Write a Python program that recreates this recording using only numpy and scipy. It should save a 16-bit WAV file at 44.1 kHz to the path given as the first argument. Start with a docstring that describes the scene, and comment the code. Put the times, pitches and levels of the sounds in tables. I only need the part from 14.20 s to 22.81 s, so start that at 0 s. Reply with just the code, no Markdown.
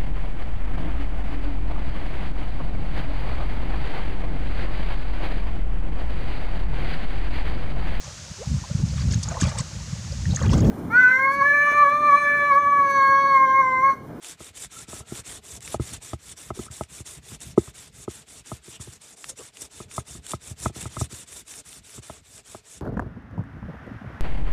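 """Close up, grit hisses from the first moment, stroke after stroke, and drops away at each turn.
Sandpaper on a block is rubbed over a steel blade clamped to the edge of a workbench.
Loose grains tick, the paper bites at the step in the blade, and block on blade rubs and squeaks: all shaped noise.
The block knocks blade and bench: dull thumps of decaying sines, over a lumpy rumble of noise in bench modes.
Behind it lie a faint, short room tail and quiet air; the microphone drops the deepest bass."""
import sys
import numpy as np
from scipy import signal
from scipy.io import wavfile
from scipy.ndimage import uniform_filter1d

SR = 44100
rng = np.random.default_rng(int(sys.argv[2]) if len(sys.argv) > 2 else 0)


def wrap_up_sound(samples):
    """Save the sound to the file named by the first command line argument, as 16-bit audio."""
    columns = np.atleast_2d(samples).T
    # keep every value between -1 and 1, then stretch to whole-number steps
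    tamed = np.clip(columns, -1, 1)
    steps = np.round(tamed * 32767).astype(np.int16)
    wavfile.write(sys.argv[1], SR, steps)


N = 379701

# Place: level of the air; tail of the room, its level relative to the near sounds
AIR_DB, ROOM_T60_S, ROOM_DB = -73.5, 0.2, -35.5

# Bench shaken by the hands, before the swell within each stroke: start_s, rumble_db, rattle_db
BENCH_SHAKING = [(0.0, -55.5, -62), (0.43, -57, -68.5), (0.81, -52, -54.5), (1.22, -51.5, -58.5),
                 (1.56, -45.5, -58.5), (2.04, -54, -69), (2.47, -49.5, -55), (2.61, -60.5, -65),
                 (3.12, -47.5, -61.5), (3.45, -54.5, -62), (3.64, -51, -64.5), (4.77, -59, -64.5),
                 (5.32, -59, -66.5), (5.83, -46.5, -54), (6.16, -52, -65), (6.62, -45, -59),
                 (7.12, -56.5, -64), (8.61, -58.5, -63)]
# Low bench modes: pitch_hz, width_hz (of each of two passes), relative_level_db
SHAKE_MODES = [(61.4, 87, 1.5), (110.5, 110, -5.5)]
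# Higher, rattling bench modes: pitch_hz, width_hz (of each of two passes), relative_level_db
RATTLE_MODES = [(252.7, 210, 2.5), (416.7, 96, 8), (602, 260, 2.5)]
BUILD_UP_DB = 8.5   # the shaking grows over each stroke

# Brief rubs and squeaks of block on blade:
# centre_s, length_s (four standard deviations), pitch_hz, width_hz (of each of two passes), level_db
RUBS = [(0.558, 0.081, 1330, 46.3, -49), (0.595, .07, 1374, 45, -56), (0.755, 0.23, 1320, 70, -56),
        (.93, 0.14, 1380, 70, -57), (4.548, 0.084, 2920, 972, -50), (5.204, 0.049, 423, 247, -43),
        (5.211, 0.049, 1110, 500, -52), (6.589, .03, 725, 231, -50), (2.379, 0.039, 384, 111.1, -43),
        (5.11, 0.076, 510, 200, -53.5), (2.487, 0.019, 1330, 200, -49), (6.802, .01, 1300, 300, -50)]

# Knocks, relative levels: start_s, bench_top_db, bench_swing_db, clamp_db, blade_db
KNOCKS = [(0.204, -34.5, -51, -40.5, -46.5), (0.683, -37.5, -49, -60, -63),
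          (0.73, -33.5, -47.5, -38.5, -40), (0.804, -41, -48, -44, -44), (0.92, -27.5, -43.5, -42, -49),
          (0.989, -49, -51, -58, -54), (1.543, -23.5, -37, -20, -30), (1.597, -19, -30, -37, -36),
          (1.718, -38.5, -47, -56, -59), (1.932, -26.5, -37, -29, -32.5), (2.304, -25, -42, -27, -28.5),
          (2.391, -22, -39.5, -42, -39.5), (2.464, -47, -53, -55, -45), (2.501, -50, -45.5, -65, -56),
          (2.609, -25, -40.5, -25, -30), (2.802, -39, -47, -51, -54), (3.117, -42.5, -50.5, -61, -49),
          (3.376, -3.5, -30.5, -21.5, -23), (3.476, -40, -45.5, -50, -45.5),
          (3.878, -21, -42.5, -35.5, -36), (4.317, -28.5, -38.5, -32, -33), (4.596, -38, -45.5, -59, -48),
          (4.673, -36.5, -45.5, -50, -50.5), (5.602, -32, -49, -42, -37.5), (5.78, -29.5, -38, -30, -24),
          (4.48, -39, -55.5, -59, -58), (5.951, -36.5, -51.5, -56, -50), (6.135, -27, -36, -30.5, -25),
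          (6.31, -43, -39.5, -50, -61), (6.458, -21, -30.5, -22, -19), (6.496, -31.5, -46, -43, -51),
          (6.561, -35.5, -46, -44, -44), (6.655, -33.5, -37.5, -41, -33.5), (6.767, -32, -39, -36, -27.5),
          (6.812, -23, -28, -30.5, -29.5), (6.925, -37, -45, -58.5, -60.5), (7.779, -34.5, -44, -63, -47),
          (7.898, -32.5, -49, -32.5, -35), (8.347, -35.5, -55, -36, -37)]
# What rings after a knock, one group each for bench top, bench swing, clamp and blade:
# pitch_hz, relative_level_db, ring_s (sets both the swell and the decay)
KNOCKED_PARTS = [
    [(218, -6, 0.04), (344, -9, 0.051), (408, -10, 0.035)],
    [(75.6, 1, 0.12), (120.5, 6.5, 0.082)],
    [(642, -1.5, 0.027), (820, -10.5, 0.037)],
    [(1034, 0, 0.01), (1274, -4, 0.029), (2063, -23.5, 0.045), (2600, -35, 0.014)],
]
# Sharp blows favour the upper modes of the bench top:
# dB per octave, for each dB that the top rings above the swing
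SHARPNESS = 0.52

# Loose grains crushed under the paper, relative levels: start_s, low_tick_db, bright_tick_db
TICKS = [(0.0453, -21, -35), (0.3718, -27, -38), (0.4467, -25, -42), (0.7238, -27, -43), (0.9523, -27, -41),
         (1.0972, -23.5, -46), (1.4062, -33, -40), (1.4766, -18, -35), (1.933, -24, -52),
         (2.5127, -32, -36), (2.6357, -29, -40), (3.2042, -36, -38), (5.0425, -18, -47),
         (5.2527, -30, -51.5), (5.3705, -26, -42), (5.7126, -27.5, -48), (6.0657, -22, -30),
         (6.401, -32, -33), (6.627, -24, -33), (7.1287, -31, -38), (7.3387, -24.5, -40), (7.529, -27, -40),
         (7.6942, -28.5, -49), (8.179, -32.5, -39)]

# Strokes from turn to turn: start_s, turn_s (length of the turn before it), hiss_level_db,
# lean_db (late minus early), scrape_db (extra in the lower and middle bands)
STROKES = [(0.0, 0.042, -42.0, 3.5, 1.9), (0.166, 0.062, -46.5, -1.3, 3.5),
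           (0.327, 0.045, -40.5, 6.5, -0.9), (0.488, 0.055, -43, 0.1, 1.5), (0.663, 0.039, -42, -0.5, 0.6),
           (0.843, 0.057, -43.5, 8, 2), (1.03, 0.04, -42, 0.9, 2.3), (1.209, 0.049, -44, 8, -1.5),
           (1.398, 0.039, -43, 1, 2), (1.585, 0.041, -43.5, 0, 2.2), (1.798, 0.043, -44.5, -3.5, 0.6),
           (1.971, 0.042, -49, 15, -0.2), (2.152, 0.037, -46, -6.5, 0.6), (2.328, 0.037, -44.5, 0.5, 1.6),
           (2.494, 0.04, -44.5, -6.5, -1), (2.672, 0.048, -45.6, 5, 0), (2.839, 0.038, -44, -8.5, 0.2),
           (3.01, 0.04, -46.5, 10.5, 1), (3.184, 0.046, -47, -4, -0.0), (3.356, 0.047, -47.5, -1, -0.2),
           (3.528, 0.037, -47.5, -6.5, 0.8), (3.712, 0.043, -48, 7.5, -3.5),
           (3.869, 0.04, -47.5, -5.5, 1.5), (4.053, 0.038, -48, 3.5, -1.3), (4.233, 0.05, -46, -6.5, 1.2),
           (4.409, 0.055, -47, 4.5, -1), (4.586, 0.034, -51, 3.5, -0.3), (4.791, 0.038, -49.5, -1.7, -2),
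           (4.957, 0.02, -47.5, 1.5, -4.1), (5.149, 0.042, -47.5, -5.5, 0.7),
           (5.316, 0.037, -47.5, 9, -2.5), (5.49, 0.045, -47, 3.5, 0.5), (5.673, 0.059, -41.5, 7, -0.7),
           (5.839, 0.061, -43.5, -1, -1.8), (6.01, 0.052, -46, 4, 1.2), (6.187, 0.052, -44.5, 2.8, -1.2),
           (6.351, 0.046, -42.5, 10, 0.5), (6.519, 0.055, -42, -1, 2.7), (6.689, 0.017, -44, 10.5, 1),
           (6.883, 0.045, -43, -4.0, 0.9), (7.057, 0.028, -44.5, 8.5, -1.2), (7.243, 0.053, -43.5, 2, -2),
           (7.431, 0.039, -46.5, 0.7, -1), (7.617, 0.041, -48.5, 6, -1.7), (7.811, 0.028, -49.5, -8, 1.5),
           (8.021, 0.046, -50.5, 7, -3.5), (8.229, 0.048, -49.7, -1.5, -0.2),
           (8.423, 0.048, -49, 4.5, -2.3)]
# The paper bites harder for a moment: centre_s, extra_db, length_s (two standard deviations)
BITES = [(0.432, 0, 0.015), (0.99, 2.5, 0.013), (1.435, 3, .02), (1.534, 5, .02), (1.74, 5.5, 0.02),
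         (2.097, 4.5, .01), (3.227, 8, 0.024), (3.383, 13, .015), (3.91, 2, .02), (4.619, 13.5, 0.035),
         (4.733, 8, 0.011), (5.1, 16, .014), (5.422, 11.5, 0.015), (5.772, 6, 0.012), (6.112, 12, .025),
         (6.443, 7.5, 0.038), (6.615, 3.5, .015), (6.811, 8.5, 0.025), (7.309, 5.5, .015),
         (7.757, 8, 0.018), (8.312, 4, .015)]
REST_DB, DROP_DB_PER_S = -72.5, 906   # hiss with the block at rest; a quick turn does not fall that far
SLOW_DOWN_SHARE, SPEED_UP_SHARE = 0.73, 0.72   # slopes as shares of the turn
ARCH_DB = 1.5   # extra hiss midway along the stroke

# Colour of the grit hiss: pitch_hz, relative_level_db (per Hz), follow (dB of change per dB of stroke level)
GRIT_COLOUR = [(304, -5, 1), (724, -11, 0.78), (1380, -9, 0.63), (2560, -8, 0.54), (3300, -8.5, 0.67),
               (4740, -10, 0.7), (5680, -5.5, 1.0), (8110, 1, 1.13), (10580, -7.5, 1.47),
               (12100, -17.5, 0.7), (15620, -23.5, 2)]
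# Faint rings of the blade: pitch_hz, width_hz (of each of two passes), level_db (relative to the hiss)
BLADE_RINGS = [(1354, 49, -33.5), (3588, 270, -20), (6020, 390, -17)]
# Slow course of the top of the hiss: time_s, level_db
SHEEN = [(0, -0.5), (1.2, 0.5), (2.4, 1), (3.6, -1), (4.8, -2.5), (6, -3), (7.2, 1.5), (8.61, -4)]
# Scrape acts below SCRAPE_HZ; sheen sets in at SHEEN_HZ and is full an octave higher
USUAL_STROKE_DB, SCRAPE_HZ, SHEEN_HZ = -44, 4600, 8500


def from_db(db):
    """Decibels to gain."""
    return 10 ** (np.asarray(db) / 20)


def rms_one(x):
    """Scaled to rms 1."""
    return x / np.sqrt(np.mean(x ** 2) + 1e-20)


def drift(rate_hz):
    """Slow random wander of rms 1: noise smoothed at every 20th sample, then joined by lines."""
    pole = np.exp(-2 * np.pi * rate_hz * 20 / SR)
    noise = rng.standard_normal(N // 20 + 2002)
    slow = signal.lfilter([1], [1, -2 * pole, pole * pole], noise)[2000:]   # settled part only
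    return np.interp(np.arange(N) / 20, np.arange(len(slow)), rms_one(slow))


def resonate(x, hz, width_hz):
    """One resonance, gain about 1 on top."""
    r = np.exp(-np.pi * width_hz / SR)
    feedback = [1, -2 * r * np.cos(2 * np.pi * hz / SR), r * r]
    return signal.lfilter(np.array([1, 0, -1]) * (1 - r * r) / 2, feedback, x)


def resonate_twice(x, hz, width_hz):
    """The same resonance passed twice, for steeper skirts."""
    return resonate(resonate(x, hz, width_hz), hz, width_hz)


def add(out, start_s, sound):
    """Lays a sound into out at start_s."""
    i = round(start_s * SR)
    out[i:i + len(sound)] += sound[:N - i]


def stroke_phase():
    """Strokes done so far, counting smoothly."""
    turns_s = [row[0] for row in STROKES] + [N / SR]
    return np.interp(np.arange(N) / SR, turns_s, np.arange(len(STROKES) + 1))


def stroke_db(bend=0.225):
    """Hiss level in time: up from the turn, leaning across the blade, down to the next turn, plus the bites."""
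    start, turn_s, level, lean, _ = np.transpose(STROKES)
    end = np.append(start[1:], N / SR)
    turn_db = (level + np.roll(level, 1)) / 2 - DROP_DB_PER_S * turn_s
    turn_db = np.maximum(turn_db, REST_DB)
    early = start + SPEED_UP_SHARE * turn_s
    late = end - SLOW_DOWN_SHARE * np.roll(turn_s, -1)
    points_s = np.transpose([start, early, (early + late) / 2, late]).ravel()
    points_db = np.transpose([turn_db, level - lean / 2, level + ARCH_DB, level + lean / 2]).ravel()
    t = np.arange(N) / SR
    # lines drawn in bent gain: the block leaves and reaches rest abruptly
    eased = from_db(bend * np.append(points_db, REST_DB))
    level_db = 20 * np.log10(np.interp(t, np.append(points_s, N / SR), eased)) / bend
    for centre_s, extra_db, length_s in BITES:
        level_db += extra_db * np.exp(-2 * ((t - centre_s) / length_s) ** 2)
    return level_db


def air():
    """Quiet air: steady noise through two broad resonances."""
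    noise = rng.standard_normal(N)
    return from_db(AIR_DB) * rms_one(resonate(resonate(noise, 900, 4900), 2000, 20000))


def room(near):
    """Reflections as a decaying, dull noise tail, starting 4 ms after the direct sound."""
    t = np.arange(SR // 3) / SR
    dull = signal.lfilter([.4], [1, -.6], rng.standard_normal(len(t)))
    tail = dull * from_db(-60 * t / ROOM_T60_S) * (t > .004)
    return signal.fftconvolve(near, tail / np.sqrt(np.sum(tail ** 2)))[:N]


def bench(level_db, follows=0.22):
    """Lumpy noise shakes the bench modes; it grows over each stroke and eases a little at each turn."""
    start_s, shake_db, rattle_db = np.transpose(BENCH_SHAKING)
    t, out = np.arange(N) / SR, 0
    for modes, course_db in (SHAKE_MODES, shake_db), (RATTLE_MODES, rattle_db):
        push = rng.standard_normal(N) * from_db(4.0 * drift(14.0))
        body = sum(from_db(db) * resonate_twice(push, hz, width_hz) for hz, width_hz, db in modes)
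        out = out + from_db(np.interp(t, start_s, course_db)) * rms_one(body)
    growth_db = uniform_filter1d(BUILD_UP_DB * (stroke_phase() % 1 - .5), size=600)
    easing_db = follows * np.minimum(level_db - USUAL_STROKE_DB, 0)
    return out * from_db(growth_db + easing_db)


def rubs():
    """Block rubbing on blade: each rub is noise in one resonance, swelling and fading."""
    out, t = np.zeros(N), np.arange(SR // 4) / SR
    pushes = rng.standard_normal((len(RUBS), len(t)))
    for (centre_s, length_s, hz, width_hz, db), push in zip(RUBS, pushes):
        tone = rms_one(resonate_twice(push, hz, width_hz))
        swell = np.exp(-8 * ((t - .125) / length_s) ** 2)   # peaks 0.125 s into the snippet
        add(out, centre_s - .125, from_db(db) * tone * swell)
    return out


def knocks(gain_db=2.5, scatter_db=1.04):
    """The blow travels through clamp and bench, so each mode swells before it dies; long rings peak later."""
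    out, t = np.zeros(N), np.arange(SR // 8) / SR
    chance = rng.standard_normal((len(KNOCKS), 2, 12))
    for (start_s, *part_levels), (scatter, turn) in zip(KNOCKS, chance):
        top_over_swing_db = part_levels[0] - part_levels[1]
        modes = []
        for part, (group, part_db) in enumerate(zip(KNOCKED_PARTS, part_levels)):
            for hz, mode_db, ring_s in group:
                db = part_db + mode_db
                if part == 0:   # bench top
                    db += SHARPNESS * (top_over_swing_db - 10) * np.log2(hz / 300)
                modes.append((hz, db, ring_s))
        for (hz, db, ring_s), a, b in zip(modes, scatter, turn):
            x = t * 12.12 / ring_s
            swell = x * np.exp(1 - x)   # peaks at 1, about 75 dB down after ring_s
            tone = np.sin(2 * np.pi * hz * t + 3 * b)
            add(out, start_s, from_db(db + gain_db + scatter_db * a) * swell * tone)
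    return out


def ticks():
    """A crushed grain: a millisecond or two of noise, low and bright parts."""
    out, t = np.zeros(N), np.arange(256) / SR
    envelope = (1 - np.exp(-t / 0.00037)) * np.exp(-t / 0.0013)
    noise = rng.standard_normal((len(TICKS), 2, 256))
    for (start_s, low_db, bright_db), (a, b) in zip(TICKS, noise):
        low = rms_one(resonate(resonate(a, 1660, 3000), 2000, 3000)) * from_db(low_db - 7.0)
        bright = rms_one(resonate_twice(b, 7800, 3500)) * from_db(bright_db + 4.5)
        add(out, start_s, (low + bright) * envelope)
    return out


def grit(level_db, spread_db=3.0, patchy_db=2.0, shared_db=0.5, dulling=0.077, arch_db=12.5):
    """Every grain scratches a tiny click; faster strokes are brighter; the blade rings faintly along."""
    hz, colour_db, follows = np.transpose(GRIT_COLOUR)
    click_db = spread_db * np.minimum(rng.exponential(1, (2, N)), 5)
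    clicks = rng.standard_normal((2, N)) * from_db(click_db)

    swing = np.minimum(level_db - USUAL_STROKE_DB, -4.0)   # brightness grows with speed away from the turns
    pressed = level_db - USUAL_STROKE_DB - swing   # pressing harder feeds the main hiss most
    chatter_db = (shared_db + 0.12 * pressed) * drift(95)   # hard pressure chatters

    phase = stroke_phase()
    sheen_db = np.interp(np.arange(N) / SR, *np.transpose(SHEEN))
    scrape_db = np.interp(phase - .5, np.arange(len(STROKES)), [row[-1] for row in STROKES])
    speed = np.abs(np.sin(np.pi * phase))   # fastest midway along the blade, where the top is brightest
    top_db = sheen_db - dulling * pressed + arch_db * (speed - .7)

    edges, out = np.geomspace(250, 17000, num=30), 0
    for k, (low, high) in enumerate(zip(edges, edges[1:])):
        log_centre = np.log(low * high) / 2
        band_filter = signal.butter(3, [low, high], "band", fs=SR, output="sos")
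        band = signal.sosfilt(band_filter, clicks[k % 2])   # neighbouring bands use different clicks
        share = np.interp(log_centre, np.log(hz), follows)
        gain_db = np.interp(log_centre, np.log(hz), colour_db) + share * swing
        gain_db = gain_db - np.clip(1 - share, 0, 1) * pressed
        gain_db = gain_db + scrape_db * (high < SCRAPE_HZ)
        gain_db = gain_db + top_db * np.clip(np.log2(high / SHEEN_HZ), 0, 1)
        # the stroke level itself is applied at the end, so swing is taken out here
        out = out + from_db(gain_db - swing + patchy_db * drift(36)) * band
    out = rms_one(out)

    for ring_hz, width_hz, db in BLADE_RINGS:   # the hand damps the blade unevenly, so the rings come and go
        ring = rms_one(resonate_twice(clicks[0], ring_hz, width_hz))
        out += from_db(db + 1.2 * drift(16)) * ring
    return from_db(level_db + chatter_db) * out


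def scene():
    """Grit, ticks, knocks and rubs close by, with their room tail, over the bench rumble and quiet air."""
    level_db = stroke_db()
    near = grit(level_db) + ticks() + knocks() + rubs()
    mix = near + from_db(ROOM_DB) * room(near) + bench(level_db) + air()
    return mix[None]   # one channel


def record(dry):
    """The microphone drops the deepest bass; the top is cut steeply, 70 dB down from 15970 Hz."""
    bass_cut = signal.butter(4, 42, "high", fs=SR, output="sos")
    top_cut = signal.cheby2(16, 70, 15970, fs=SR, output="sos")
    return signal.sosfilt(top_cut, signal.sosfilt(bass_cut, dry))


dry = scene()
out = record(dry)
wrap_up_sound(out)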